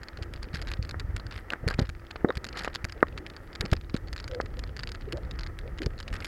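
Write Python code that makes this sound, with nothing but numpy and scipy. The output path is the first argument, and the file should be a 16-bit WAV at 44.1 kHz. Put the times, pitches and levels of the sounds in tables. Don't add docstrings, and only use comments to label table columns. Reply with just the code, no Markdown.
import sys
import numpy as np
from scipy import signal
from scipy.fft import rfft, irfft, next_fast_len
from scipy.io import wavfile

SR = 44100
rng = np.random.default_rng(int(sys.argv[2]) if len(sys.argv) > 2 else 0)


def inscribe(sig):
    pcm = np.round(np.clip(np.atleast_2d(sig).T, -1, 1) * 32767)
    wavfile.write(sys.argv[1], SR, pcm.astype(np.int16))


N = 276771
TIME_S = np.arange(N) / SR
HIT_TIME_S = np.arange(4096) / SR

# t/s, relative level/dB, ring f/Hz, splatter re impact/dB
DROP_HITS = [(0.0839, -30, 4400, -7), (0.172, -34, 4090, -15), (0.2237, -31, 4460, -4.5),
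             (0.3366, -29.5, 3160, -22), (0.4289, -28.5, 4640, -15), (0.5463, -26.5, 4400, -3),
             (0.616, -29, 4620, -2), (0.6714, -30, 3980, -5.5), (0.7156, -24.5, 2440, -10),
             (0.7364, -25.5, 4420, -7), (0.8264, -30.5, 4530, -5), (0.8919, -29, 4470, -3.5),
             (0.9968, -26.5, 4440, -9), (1.1638, -25.5, 2940, -3), (1.266, -32.5, 4540, -14),
             (1.5019, -31, 2810, -4), (1.6779, -17.5, 4170, 0), (1.7394, -28.5, 2350, -1.5),
             (1.7921, -22.5, 3900, 0), (1.8917, -28, 2350, -4.5), (2.1062, -36, 4500, -10),
             (2.158, -36, 3030, 4.5), (2.371, -26, 4300, -4.5), (2.4431, -23, 3900, -6),
             (2.466, -31, 4540, -11), (2.592, -25.5, 3910, -8), (2.6457, -21.5, 2350, -7),
             (2.6791, -29.5, 2945, -12), (2.7497, -21, 3920, 0.5), (2.8438, -22.5, 2310, 1),
             (2.8953, -31.5, 2960, -7.5), (3.1764, -26, 3230, -6), (3.2643, -28.5, 2970, -6.5),
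             (3.3646, -32, 4680, -9), (3.5516, -28.5, 4610, -3.5), (3.6083, -17.5, 3960, -3.5),
             (3.6527, -30, 4490, 4), (3.715, -26.5, 3780, -20), (3.7303, -16.5, 3260, -4),
             (3.9477, -34, 2520, 3), (3.9646, -27, 3780, -10), (4.0827, -36, 4670, -16),
             (4.129, -26.5, 4600, -7.5), (4.162, -28.5, 4620, -5.5), (4.1999, -28.5, 4700, -9),
             (4.2416, -29.5, 4690, -13), (4.347, -28, 4520, -21), (4.411, -27.5, 4480, -6.5),
             (4.6377, -28.5, 4270, -19), (4.7651, -30, 4680, -1.5), (4.792, -27.5, 4610, -1),
             (4.8331, -24, 4600, -3), (4.8728, -27, 4670, -12), (4.9175, -28.5, 4600, -16),
             (5.009, -37.5, 4700, -8), (5.1233, -23, 3120, -6), (5.3108, -29, 3600, -13),
             (5.3895, -29.5, 4540, 0), (5.4635, -32, 4090, -1), (5.5884, -29.5, 4600, -21),
             (5.7848, -32, 2970, 1.5), (5.8186, -25, 3100, -9), (5.8606, -24, 4680, -10),
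             (6.0013, -27.5, 3100, -5.5), (6.0788, -29, 2837, -3.5), (6.2452, -23, 2890, -5)]
# t/s, level/dB, nominal f/Hz, gush re swing/dB
SLUG_HITS = [(0.183, -31.5, 70, -3.5), (0.215, -25.5, 68, -22), (0.54, -24.5, 110, -17),
             (0.791, -17.5, 72.5, -29), (1.631, -26, 83.4, -5), (1.665, -15.5, 78.5, -5),
             (1.789, -12.5, 126, -8), (1.817, -15, 81, -17.5), (1.888, -26.5, 64.6, -12),
             (2.246, -6, 280, -15), (2.369, -23, 75.5, -13.5), (2.841, -22, 69.6, -16),
             (3.029, -11, 380, -24), (3.151, -30.5, 75.6, -8), (3.605, -24.5, 72.7, -8.5),
             (3.641, -24, 130, -3), (3.723, -10, 74, -12.5), (3.944, -13, 188, -20.5),
             (5.862, -17.5, 82, -12.5)]
# t/s, peak level/dB, ring f/Hz
KNOCK_HITS = [(0.943, -25, 1380), (1.522, -26.5, 1490), (1.531, -31, 1420), (1.709, -20.5, 1360),
              (1.789, -16, 525), (2.158, -23.5, 650), (2.248, -13.5, 490), (2.288, -23, 720),
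              (2.304, -14, 1140), (2.647, -20.5, 1900), (2.676, -15.5, 620), (3.028, -1, 1102),
              (3.608, -43.5, 1735), (3.729, -17, 460), (4.401, -13, 533)]
# f/Hz, width/Hz, relative level/dB
CASE_MODES = [(339, 515, 1), (1094, 75, 1), (1222, 192, 2), (1944, 440, 4.5)]
# t/s, f/Hz, peak level/dB, t60/s
TRAPPED_BUBBLES = [(1.504, 2780, -16.5, 0.0062), (1.535, 1575, -13.5, 0.0094), (1.709, 1625, -30, 0.049),
                   (2.287, 3780, -35.5, 0.04), (2.304, 3730, -31.5, 0.012)]
# t/s, hold/s, relative fizz level/dB, wash level/dB
SPRAY_SHEETS = [(0.548, 0.027, -45.5, -62), (0.683, 0.051, -52, -71), (1.319, 0.08, -49.5, -71),
                (1.527, 0.01, -64, -39), (1.675, 0.055, -55, -43), (1.791, 0.041, -52, -47),
                (2.56, 0.092, -48.5, -41.5), (3.436, .04, -57, -69), (3.61, 0.071, -57.5, -46.5),
                (6.131, .16, -46.5, -50)]
# t/s, length/s, f/Hz, level/dB, roughness/1
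GAP_NOTES = [(2.263, 0.055, 400, -30.5, 1.18), (2.948, 0.046, 480, -41.5, 0.75),
             (3.177, 0.087, 341, -42, 0.75), (3.618, 0.03, 400, -39.5, 1), (4.294, 0.12, 500, -33.5, 0.44),
             (4.571, 0.025, 480, -42, 1.05), (5.072, 0.02, 405, -34, 0.1), (5.121, 0.032, 340, -32.5, 0.95),
             (5.123, 0.079, 517, -35.5, 0.85), (5.628, .09, 515, -45, 0.76),
             (5.797, 0.063, 360.5, -31.5, 1.08), (5.86, 0.02, 380, -30, 0.9)]

# t/s, relative level/dB
WIND_LEVEL = [(0.0, -50.5), (0.56, -42), (1.12, -38.5), (1.35, -48), (1.57, -54), (1.75, -35.5),
              (2.01, -53), (3.11, -46.5), (3.37, -50.5), (3.51, -52.5), (3.79, -42), (4.34, -44.5),
              (4.65, -39), (4.89, -44.5), (5.23, -39.5), (6.28, -43)]
WAKE_LEVEL = [(0.0, -55.5), (0.38, -56.5), (1.76, -55), (1.91, -58.5), (2.15, -56.5), (2.34, -55.5),
              (2.59, -53), (2.87, -56), (3.15, -56), (3.93, -57.5), (4.3, -57), (5.0, -58.5), (5.23, -55.5),
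              (5.79, -58), (6.03, -58), (6.28, -56)]
CHURN_LEVEL = [(0.0, -55), (0.31, -51), (2.11, -57.5), (2.34, -50.5), (2.92, -58), (3.13, -50),
               (3.37, -53.5), (5.3, -49.5), (5.4, -55.5), (6.28, -50)]

# f/Hz, relative level/dB
DROP_SPECTRUM = [(300, -9.5), (900, -8), (1600, 2), (2700, -5), (3500, -7.5), (4500, -4), (5100, -5.5),
                 (6050, -17), (6800, -12), (8700, -21.5), (9500, -19.5), (10200, -22.5), (11300, -17.5),
                 (14000, -33)]
SPRAY_SPECTRUM = [(700, -14), (1600, 26.5), (2800, 13), (3950, 8.5), (5000, 5), (6200, -17), (8000, 11),
                  (9500, -1.5), (11500, 13.5), (13000, -35), (16000, -29)]
WIND_SPECTRUM = [(18, -17), (30, 1.5), (58, 2.5), (85, -1), (125, -8), (180, -19), (300, -26.5),
                 (700, -52.5), (4000, -73)]
WAKE_SPECTRUM = [(300, 2), (650, -0.5), (880, 0), (1100, -3), (1290, 6), (1480, -1), (1900, 3),
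                 (2400, -12.5), (3200, -24), (6000, -42), (12000, -56)]
CHURN_SPECTRUM = [(60, -25), (160, -3.5), (330, -4.5), (520, -5.5), (620, -13), (800, -15.5), (1400, -65.5),
                  (4000, -106)]
HISS_SPECTRUM = [(1000, -2.5), (3000, 0.5), (3900, -5.5), (4800, -2), (7000, -8.5), (15000, -9)]


def drop(db, hz, splatter_db, impact_s=0.0016, splatter_s=0.00097, lag_s=0.00481, gain_db=-26):
    lag, length, snap = from_db(rng.uniform(-4, 4, 3))
    force = burst(0, impact_s * length) + from_db(splatter_db) * burst(lag_s * lag, splatter_s)
    force = force + from_db(1) * resonate(force, hz, width_hz=550)
    edge_hz = np.clip(7500 * snap * from_db((db + 26) / 2), 2500, 12000)
    force = signal.sosfilt(signal.butter(2, edge_hz, fs=SR, output="sos"), force)
    splatter_gain = np.sqrt(1 + from_db(2 * splatter_db))
    return from_db(db + gain_db) * splatter_gain * rms_one(colour(force, DROP_SPECTRUM))


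def drops(gain_db=3, delay_s=0.00045):
    out = np.zeros(N)
    for t_s, db, hz, splatter_db in DROP_HITS:
        add(out, t_s + delay_s, drop(db + gain_db, hz, splatter_db))
    return out


def patter(scatter_s=0.064, relative_db=-33, spread_db=8.5, low_hz=2850, high_hz=4930):
    out = np.zeros(N)
    for t_s, *_ in DROP_HITS:
        when, size, spot = rng.random(3)
        landing_s = min(t_s + scatter_s * (2 * when - 1), TIME_S[-1])
        db = relative_db + spread_db * (2 * size - 1)
        hz = low_hz * (high_hz / low_hz) ** spot
        add(out, landing_s, drop(db, hz, splatter_db=-9))
    return out


def thumps(width_cycles=0.38, gush_s=0.0082):
    out = np.zeros(N)
    for t_s, db, hz, gush_db in SLUG_HITS:
        cycles = 1.42 * np.log1p(hz * HIT_TIME_S)
        envelope = cycles * np.exp(-0.5 * (cycles / width_cycles) ** 2)
        swing = -np.sin(2 * np.pi * cycles) * envelope
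        gush = colour(burst(delay_s=0.00534, decay_s=gush_s), CHURN_SPECTRUM)
        add(out, t_s, from_db(db) * (peak_one(swing) + from_db(gush_db) * peak_one(gush)))
    return out


def knocks(wall_hz=1950, push_db=-13, contact_s=0.00029, scatter_db=-50):
    out = np.zeros(N)
    wall = signal.butter(7, wall_hz, fs=SR, output="sos")
    edge = signal.unit_impulse(len(HIT_TIME_S))
    push = from_db(push_db) * np.exp(-HIT_TIME_S / contact_s)
    for t_s, db, spot_hz in KNOCK_HITS:
        water_scatter = from_db(scatter_db) * burst(delay_s=0.00266, decay_s=0.0039)
        force = edge + push + water_scatter
        modes = sum((-1) ** k * from_db(mode_db) * resonate(force, hz, width_hz)
                    for k, (hz, width_hz, mode_db) in enumerate(CASE_MODES))
        ring = signal.sosfilt(wall, modes + resonate(modes, spot_hz, width_hz=800))
        add(out, t_s, from_db(db) * peak_one(ring))
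    return out


def plinks():
    out = np.zeros(N)
    for t_s, hz, db, t60_s in TRAPPED_BUBBLES:
        envelope = from_db(db - 60 * HIT_TIME_S / t60_s)
        add(out, t_s, envelope * np.sin(2 * np.pi * hz * HIT_TIME_S))
    return out


def sheets(rise_s=0.014, fall_s=0.018):
    fizz, wash = np.full(N, 1e-6), np.zeros(N)
    for t_s, hold_s, fizz_db, wash_db in SPRAY_SHEETS:
        before_s = np.maximum(t_s - TIME_S, 0)
        after_s = np.maximum(TIME_S - t_s - hold_s, 0)
        envelope = np.exp(-before_s / rise_s - after_s / fall_s)
        fizz += from_db(fizz_db) * envelope
        wash += from_db(wash_db) * envelope
    return fizz, wash


def spray(mist_db=-9.5, droplet_db=16.5, droplets_per_s=140, stray_db=-40, stray_share=0.11):
    fizz_gain, _ = sheets()
    mist = rng.standard_normal(N) * from_db(6 * drift(rate_hz=90))
    out = from_db(mist_db) * fizz_gain * rms_one(colour(mist, SPRAY_SPECTRUM))
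    for when, size, spot, chance in rng.random((int(droplets_per_s * N / SR), 4)):
        sample = int(when * N)
        sheet_db = 20 * np.log10(fizz_gain[sample]) + droplet_db
        if sheet_db > stray_db or chance < stray_share:
            db = max(sheet_db, stray_db) + 10 * (size - 0.5)
            add(out, sample / SR, drop(db, hz=1700 * 3 ** spot, splatter_db=-14))
    return out


def wind(gain_db=5):
    return from_db(gain_db) * level(WIND_LEVEL) * turbulence(WIND_SPECTRUM, swell_db=2.2, rate_hz=16)


def hoots(waver=0.15, rasp=0.73):
    out = np.zeros(N)
    bend, flutter = np.tanh(drift(rate_hz=70)), drift(rate_hz=80)
    froth = drift(rate_hz=110) + 1j * drift(rate_hz=110)
    for t_s, length_s, hz, db, roughness in GAP_NOTES:
        progress = np.clip((TIME_S - t_s) / length_s, 0, 1)
        envelope = 4 * progress * (1 - progress)
        phase = 2 * np.pi * hz * np.cumsum(1 + waver * roughness * bend) / SR
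        froth_share = np.clip(rasp * roughness ** 2, 0, 1)
        breakup = np.sqrt(1 - froth_share) + np.sqrt(froth_share / 2) * froth
        note = np.real(np.exp(1j * phase) * breakup)
        out += from_db(db + 2.5 * roughness * flutter) * envelope * note
    return out


def churn(low_hz=220, high_hz=570, gurgle_db=-4):
    pockets = sum(resonate(grains(per_s=40, spread_db=2.5), hz, width_hz=35)
                  for hz in np.geomspace(low_hz, high_hz, num=8))
    slosh = turbulence(CHURN_SPECTRUM, swell_db=3, rate_hz=25)
    return level(CHURN_LEVEL) * water_film() * rms_one(slosh + from_db(gurgle_db) * rms_one(pockets))


def wake(bubble_db=-5, gain_db=3):
    _, wash_gain = sheets()
    rush_gain = from_db(gain_db) * level(WAKE_LEVEL) * water_film()
    bubbles = rms_one(colour(grains(per_s=400, spread_db=5.5), WAKE_SPECTRUM))
    foam = turbulence(WAKE_SPECTRUM, swell_db=1.8, rate_hz=20)
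    return np.hypot(rush_gain, wash_gain) * rms_one(foam + from_db(bubble_db) * bubbles)


def water_film(max_loss_db=8.5, drain_s=0.16, slow_below_hz=150):
    slugs = [(t_s, db) for t_s, db, hz, _ in SLUG_HITS if hz < slow_below_hz]
    top_db = max(db for _, db in slugs)
    cover = np.zeros(N)
    for t_s, db in slugs:
        draining = (TIME_S > t_s) * np.exp(-((TIME_S - t_s) / drain_s) ** 2)
        cover += from_db(db - top_db) ** 2 * draining
    return from_db(-max_loss_db * np.minimum(cover, 1))


def engine(hz=336.5, level_db=-60, waver=0.0112, flutter_db=3):
    phase = 2 * np.pi * np.cumsum(hz * (1 + waver * drift(rate_hz=3.34))) / SR
    flutter = from_db(flutter_db * drift(rate_hz=4.2))
    return from_db(level_db) * rms_one(np.sin(phase) * flutter)


def hiss(level_db=-68.5):
    return from_db(level_db) * rms_one(colour(rng.standard_normal(N), HISS_SPECTRUM))


def burst(delay_s, decay_s, rise_s=0.00008):
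    age_s = np.maximum(HIT_TIME_S - delay_s, 0)
    envelope = -np.expm1(-age_s / rise_s) * np.exp(-age_s / decay_s)
    return rms_one(rng.standard_normal(len(age_s)) * envelope)


def turbulence(spectrum, swell_db, rate_hz):
    return rms_one(colour(rng.standard_normal(N), spectrum) * from_db(swell_db * drift(rate_hz)))


def grains(per_s, spread_db):
    sizes = from_db(spread_db * np.minimum(rng.exponential(1, N), 4))
    return sizes * rng.choice([-1, 1], N) * (rng.random(N) < per_s / SR)


def drift(rate_hz):
    hop, settle_steps = 40, 2000
    pole = np.exp(-2 * np.pi * rate_hz * hop / SR)
    noise = rng.standard_normal(N // hop + settle_steps + 2)
    slow = signal.lfilter([1], [1, -2 * pole, pole * pole], noise)[settle_steps:]
    return np.interp(np.arange(N) / hop, np.arange(len(slow)), rms_one(slow))


def colour(x, spectrum):
    size = 2 * next_fast_len(len(x) // 2 + 1024)
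    hz, db = np.transpose(spectrum)
    bins_hz = np.fft.rfftfreq(size, 1 / SR)
    gain = from_db(np.interp(np.log(bins_hz + 1), np.log(hz), db))
    cepstrum = irfft(np.log(gain))
    cepstrum[1:size // 2] *= 2
    cepstrum[size // 2 + 1:] = 0
    return irfft(rfft(x, size) * np.exp(rfft(cepstrum)))[:len(x)]


def resonate(x, hz, width_hz):
    radius = np.exp(-np.pi * width_hz / SR)
    feedback = [1, -2 * radius * np.cos(2 * np.pi * hz / SR), radius ** 2]
    return signal.lfilter(np.array([1, 0, -1]) * (1 - radius ** 2) / 2, feedback, x)


def level(rows):
    return from_db(np.interp(TIME_S, *np.transpose(rows)))


def from_db(db):
    return 10 ** (np.asarray(db) / 20)


def rms_one(x):
    return x / np.sqrt(np.mean(x ** 2) + 1e-20)


def peak_one(x):
    return x / np.abs(x).max()


def add(out, t_s, sound):
    start = max(int(t_s * SR), 0)
    out[start:start + len(sound)] += sound[:N - start]


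def scene():
    noise_floor = hiss()
    water = wake() + churn() + spray() + drops() + patter() + thumps() + knocks() + plinks()
    return (water + wind() + hoots() + engine() + noise_floor)[None]


def record(dry):
    ceiling, cutoff_hz = 0.9, 16000
    rounded = dry / (1 + (dry / ceiling) ** 8) ** (1 / 8)
    return signal.sosfilt(signal.ellip(10, 0.2, 80, cutoff_hz, fs=SR, output="sos"), rounded)


dry = scene()
out = record(dry)
inscribe(out)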